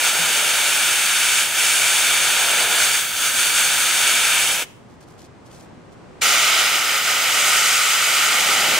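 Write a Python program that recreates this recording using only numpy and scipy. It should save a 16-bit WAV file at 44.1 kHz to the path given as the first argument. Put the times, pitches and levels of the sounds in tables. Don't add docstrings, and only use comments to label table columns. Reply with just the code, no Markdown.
import sys
import numpy as np
from scipy import signal
from scipy.fft import rfft, irfft, next_fast_len
from scipy.io import wavfile
from scipy.ndimage import uniform_filter1d, map_coordinates

SR = 44100
rng = np.random.default_rng(int(sys.argv[2]) if len(sys.argv) > 2 else 0)


def dump(signal):
    limited = np.clip(np.atleast_2d(signal).T, -1, 1)
    pcm = np.round(limited * 32767).astype(np.int16)
    wavfile.write(sys.argv[1], SR, pcm)


N = 387638
T = np.arange(N) / SR
PADDED = next_fast_len(N)
F = np.maximum(np.arange(PADDED // 2 + 1) * SR / PADDED, 1)


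def undb(db):
    return 10 ** (np.asarray(db) / 20)


def unit(x):
    return x / np.sqrt(np.mean(x ** 2))


def over_hz(points):
    hz, value = np.transpose(points)
    return np.interp(np.log(F), np.log(hz), value)


def over_time(rows):
    seconds, *columns = np.transpose(rows)
    return [np.interp(T, seconds, column) for column in columns]


def shape(x, gain):
    return irfft(rfft(x, PADDED) * gain, PADDED)[..., :N]


def below(hz, order=12):
    return 1 / (1 + (F / hz) ** order)


def walk(rate):
    hold = int(SR / rate)
    steps = np.repeat(rng.standard_normal(N // hold + 1), hold)
    return 1.64 * uniform_filter1d(uniform_filter1d(steps, hold), hold)[:N]


def mic_noise(coherence, lag_us=0):
    share = np.clip(over_hz(coherence), 0, 1)
    delay = np.exp(-2j * np.pi * F * np.array([[0], [lag_us]]) / 1e6)
    shared = shape(rng.standard_normal(N), np.sqrt(share) * delay)
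    return shared + shape(rng.standard_normal((2, N)), np.sqrt(1 - share))


def echoes(x, t60):
    age = T[:SR // 2]
    tail = rng.standard_normal((2, len(age))) * np.exp(-np.log(1000) * age / t60)
    tail /= np.sqrt(np.sum(tail ** 2, axis=1, keepdims=True))
    return signal.fftconvolve(x, tail, axes=1)[:, :N]


def reverb(x, wet_db=-16.5, t60=0.49, damp_hz=11000):
    return undb(wet_db) * shape(echoes(x, t60), below(damp_hz, order=2))


def in_hollow(air, resonances, depth=1.08, ripple_db=-18):
    colour_db = 0
    for hz, width, left_db, right_db in resonances:
        bell = np.exp(-(2 * (F - hz) / width) ** 2)
        colour_db = colour_db + np.array([[left_db], [right_db]]) * bell
    air = shape(air, undb(depth * colour_db))
    short_waves = air - shape(air, below(1800))
    ripple = echoes(short_waves, t60=.012) * walk(1.2)
    return air + undb(ripple_db) * ripple


# middle in seconds, length in seconds, change of the hiss in dB.
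SWERVES = [(.07, .1, 2.5), (0.144, .11, -1.5), (1.39, .09, 1.5), (1.505, 0.22, -5.5), (2.675, .09, -2.2),
           (2.833, 0.15, 2.5), (3.099, 0.32, -6.5), (3.332, 0.12, -4), (3.426, .12, 1.2), (3.52, .08, -1.5),
           (3.59, .1, 2.4), (4.09, .12, 1.2), (6.608, 0.084, 1.6), (7.023, .09, -2), (7.095, .11, 1.4)]


def swerve_db():
    return sum(db * np.cos(np.pi * np.clip((T - middle) / length, -.5, .5)) ** 2
               for middle, length, db in SWERVES)


def jet(air, valve, trigger, rush_levels, flutter_db=0.23, sputter_db=0.37, nozzle_db=-0.8):
    low, high, top = below(1000), 1 - below(4500), 1 - below(11000, order=24)
    rush_follows, sizzle_follows, nozzle_follows = 0.63, 1.07, 0.4
    level_db, sizzle_db = over_time(trigger)
    aim_db = swerve_db()
    rush = unit(shape(air, low)) * undb(over_time(rush_levels)[0] + rush_follows * aim_db)
    hiss_share = np.clip(1 - undb(sizzle_db) ** 2, .1, 1)
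    hiss = unit(shape(air, 1 - low - high)) * undb(level_db + aim_db) * np.sqrt(hiss_share)
    fine = shape(air, high - top)
    fine_db = level_db + sizzle_db + sizzle_follows * aim_db
    sizzle = unit(fine) * undb(fine_db + sputter_db * walk(120))
    usual_db = np.median([level + offset for _, level, offset in trigger])
    top_db = usual_db + nozzle_db + nozzle_follows * (fine_db - usual_db)
    nozzle = shape(air, top) / np.std(fine) * undb(top_db)
    opens, closes, rise, fall = valve
    gate = np.clip((T - opens) / rise, 0, 1) * np.clip(1 - (T - closes) / fall, 0, 1)
    return (rush + hiss + sizzle + nozzle) * undb(flutter_db * walk(30)) * gate ** 2


# opening, closing, rise and fall, all in seconds.
VALVE = [(-0.1, 4.624, .01, 0.036), (6.209, 9.0, 0.011, .02)]


def spray(burst, near, plain, trigger, rush_levels):
    direct = jet(near, VALVE[burst], trigger, rush_levels)
    return direct + reverb(jet(plain, VALVE[burst], trigger, rush_levels))


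# frequency in Hz, coherence from 0 to 1.
FIRST_COHERENCE = [(200, 0.88), (1400, 0.99), (2300, 0.89), (3300, 0.81), (7000, 0.84), (10500, 0.87),
                   (12500, 0.87), (15000, 0.45)]
# frequency in Hz, relative level in dB.
FIRST_SPECTRUM = [(100, -32.5), (300, -21.5), (600, -12), (1500, -5.5), (3000, 0.3), (4300, -11.5),
                  (7000, -8.5), (10000, -8), (12000, -19.5), (14500, -14.5), (15700, -15.5)]
# centre in Hz, width in Hz, left and right gain in dB before scaling by depth.
FIRST_HOLLOW = [(1107, 223, -9, -3.5), (1444, 520, 4, 4), (1943, 280, -5, -3.5), (2317, 200, 2.5, 6),
                (2910, 530, -3.5, -0.6), (3610, 360, 5.5, 2), (4200, 150, 1.5, -0.5), (4660, 650, 6.5, 5.5),
                (4960, 600, -7.5, -3.5), (5425, 200, 6.5, 0), (5870, 350, -5.5, -7), (6280, 810, 3.5, 3.5),
                (8300, 300, 2, 4), (9400, 1140, 1, -2.5), (10950, 520, 3.5, 0.5), (12520, 350, -13, 4),
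                (13270, 510, 2, 0.5), (15380, 350, -4, -6)]
# time in seconds, relative level in dB, sizzle in dB against that level.
FIRST_TRIGGER = [(0.02, -18.5, -4), (1.0, -18, -4), (1.8, -17.2, -3), (2.55, -17.5, -5), (3.2, -18.5, -3.6),
                 (4.32, -17, -4), (4.48, -19, -3), (4.62, -24.5, -3.5)]
# time in seconds, relative level in dB.
FIRST_RUSH = [(0.02, -34.5), (0.5, -33.5), (1.05, -39), (2.2, -35), (2.7, -31.5), (3.05, -40), (4.15, -36),
              (4.62, -36.1)]


def first_burst():
    air = shape(mic_noise(FIRST_COHERENCE, lag_us=6.8), undb(over_hz(FIRST_SPECTRUM)))
    near = draw_back(in_hollow(air, FIRST_HOLLOW))
    return spray(0, near, air, FIRST_TRIGGER, FIRST_RUSH)


# frequency in Hz, coherence from 0 to 1.
ROOM_COHERENCE = [(60, .45), (300, 0.42), (1000, 0.39), (8000, 0.25)]
# frequency in Hz, relative density in dB.
ROOM_SPECTRUM = [(18, -43), (35, -15), (60, -11), (110, -5), (280, -7), (600, -12.5), (1200, -18),
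                 (2500, -27.5), (4000, -33.5), (8500, -39.5), (12000, -56), (15500, -59.5)]
# frequency in Hz, level in dB against the rumble.
HUM = [(119, -18.5), (356, -26)]
# time in seconds, level in dB.
BACKGROUND_LEVEL = [(0, -47), (4.6, -44.5), (4.85, -47), (5.1, -45), (6.2, -41.5), (6.3, -46.5),
                    (8.79, -47.5)]


def room_noise(waver_db=0.5):
    rumble = unit(shape(mic_noise(ROOM_COHERENCE), undb(over_hz(ROOM_SPECTRUM))))
    hum = 0
    for hz, db in HUM:
        peak = np.sqrt(2) * undb(db + 2 * walk(6))
        hum = hum + peak * np.sin(2 * np.pi * hz * T + .5 * walk(6.3))
    return (rumble + hum) * undb(over_time(BACKGROUND_LEVEL)[0] + waver_db * walk(6.9))


# start in seconds, pitch in Hz, seconds to fall 60 dB.
KNOCK = (.186, 168, .42)


def knock(level_db=-31):
    start, hz, t60 = KNOCK
    age = np.maximum(T - start, 0)
    push = np.minimum(age * hz / 2, 1)
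    return undb(level_db) * push * np.exp(-np.log(1000) * age / t60) * np.sin(2 * np.pi * hz * age)


# start in seconds, length in seconds, share of pitch lost per second.
DRAW_BACK = (4.35, .27, .26)


def draw_back(air):
    start, length, sink_per_s = DRAW_BACK
    treble = below(9000, order=100) - below(3950, order=100)
    pitch_ratio = 1 - sink_per_s * np.clip(T - start, 0, length)
    position = np.cumsum(pitch_ratio) - 1
    slid = np.array([map_coordinates(side, [position], order=5, mode="mirror") for side in air])
    return air + shape(slid - air, treble)


# start in seconds, length in seconds, level in dB, centre in Hz.
SCUFFS = [(4.88, 0.1, -63, 8000), (5.003, 0.053, -54, 7000), (5.057, 0.13, -60, 9000),
          (5.175, 0.08, -52.5, 6470), (5.238, .04, -55, 6500), (5.45, 0.049, -57, 8000),
          (5.495, 0.14, -52, 7000), (5.584, .1, -56, 8500), (5.915, .04, -58.5, 6000)]


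def scuffs(grain_db=2.2, spread=0.93):
    out = 0
    for start, length, db, hz in SCUFFS:
        progress = np.clip((T - start) / length, 0, 1)
        band = np.exp(-np.log(F / hz) ** 2 / (2 * spread ** 2)) * below(10700, order=4)
        slip = unit(shape(mic_noise([(1000, .7), (12000, .5)], lag_us=40), band))
        out = out + slip * undb(db) * np.sin(np.pi * progress ** 0.66)
    return out * undb(grain_db * walk(400))


# frequency in Hz, coherence from 0 to 1.
SECOND_COHERENCE = [(200, 0.9), (1400, 1), (2200, 0.8), (4000, 0.88), (7000, 0.62), (15000, 0.18)]
# frequency in Hz, relative level in dB.
SECOND_SPECTRUM = [(100, -27.5), (300, -16.5), (600, -7.5), (1500, -0.5), (3000, 1), (4300, -6),
                   (7000, -5.5), (10000, -11.5), (12000, -15.5), (14500, -15), (15700, -17)]
# centre in Hz, width in Hz, left and right gain in dB before scaling by depth.
SECOND_HOLLOW = [(1064, 246, -12, -5.5), (1270, 440, 5.5, 6.5), (1695, 160, -13, -7), (2180, 810, -1, 4.5),
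                 (2710, 450, 2, -4), (3000, 220, 3, 3), (3880, 300, -2, 3), (4970, 290, 3.5, 4.5),
                 (5320, 480, -3.5, -8), (5570, 440, 4, 3), (5950, 430, -3.5, -7.5), (6490, 91, 1, 8),
                 (6880, 380, 1.5, -6.5), (8320, 740, 2, 0.5), (8970, 240, 0, 3.5), (13680, 1410, 2.6, 4.0)]
# time in seconds, relative level in dB, sizzle in dB against that level.
SECOND_TRIGGER = [(6.24, -16.5, -4), (6.58, -17, -6), (6.8, -20, -6), (7.2, -19.5, -5.5),
                  (7.55, -16.5, -3.5), (7.92, -18, -4.5), (8.35, -17, -5.2), (8.78, -18, -5.5)]
# time in seconds, relative level in dB.
SECOND_RUSH = [(6.24, -32.5), (6.9, -36.5), (7.5, -33.5), (7.85, -38), (8.3, -33.1), (8.78, -29.5)]


def second_burst():
    air = shape(mic_noise(SECOND_COHERENCE, lag_us=-12.5), undb(over_hz(SECOND_SPECTRUM)))
    return spray(1, in_hollow(air, SECOND_HOLLOW), air, SECOND_TRIGGER, SECOND_RUSH)


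# time in seconds, level in dB.
WHISTLE = [(6.22, -100), (6.3, -44), (6.55, -31), (6.9, -34), (7.2, -37), (7.45, -46), (7.7, -100)]
# time in seconds, level in dB.
BUFFET = [(7.9, -82), (8.2, -57), (8.5, -45), (8.79, -41)]


def edge_noise(levels, hz, octaves):
    band = np.exp(-(np.log2(F / hz) / octaves) ** 2 / 2)
    return unit(shape(mic_noise([(100, .8), (400, .9)]), band)) * undb(over_time(levels)[0])


def scene():
    bursts = undb(0.5) * first_burst() + undb(0.51) * second_burst()
    edges = edge_noise(BUFFET, hz=220, octaves=.7) + edge_noise(WHISTLE, hz=5030, octaves=.04)
    small_sounds = knock() + scuffs() + edges
    return bursts + small_sounds + reverb(small_sounds) + room_noise()


def record(dry, top_hz=15680):
    return signal.sosfilt(signal.ellip(12, .1, 80, top_hz, fs=SR, output="sos"), dry)


dry = scene()
out = record(dry)
dump(out)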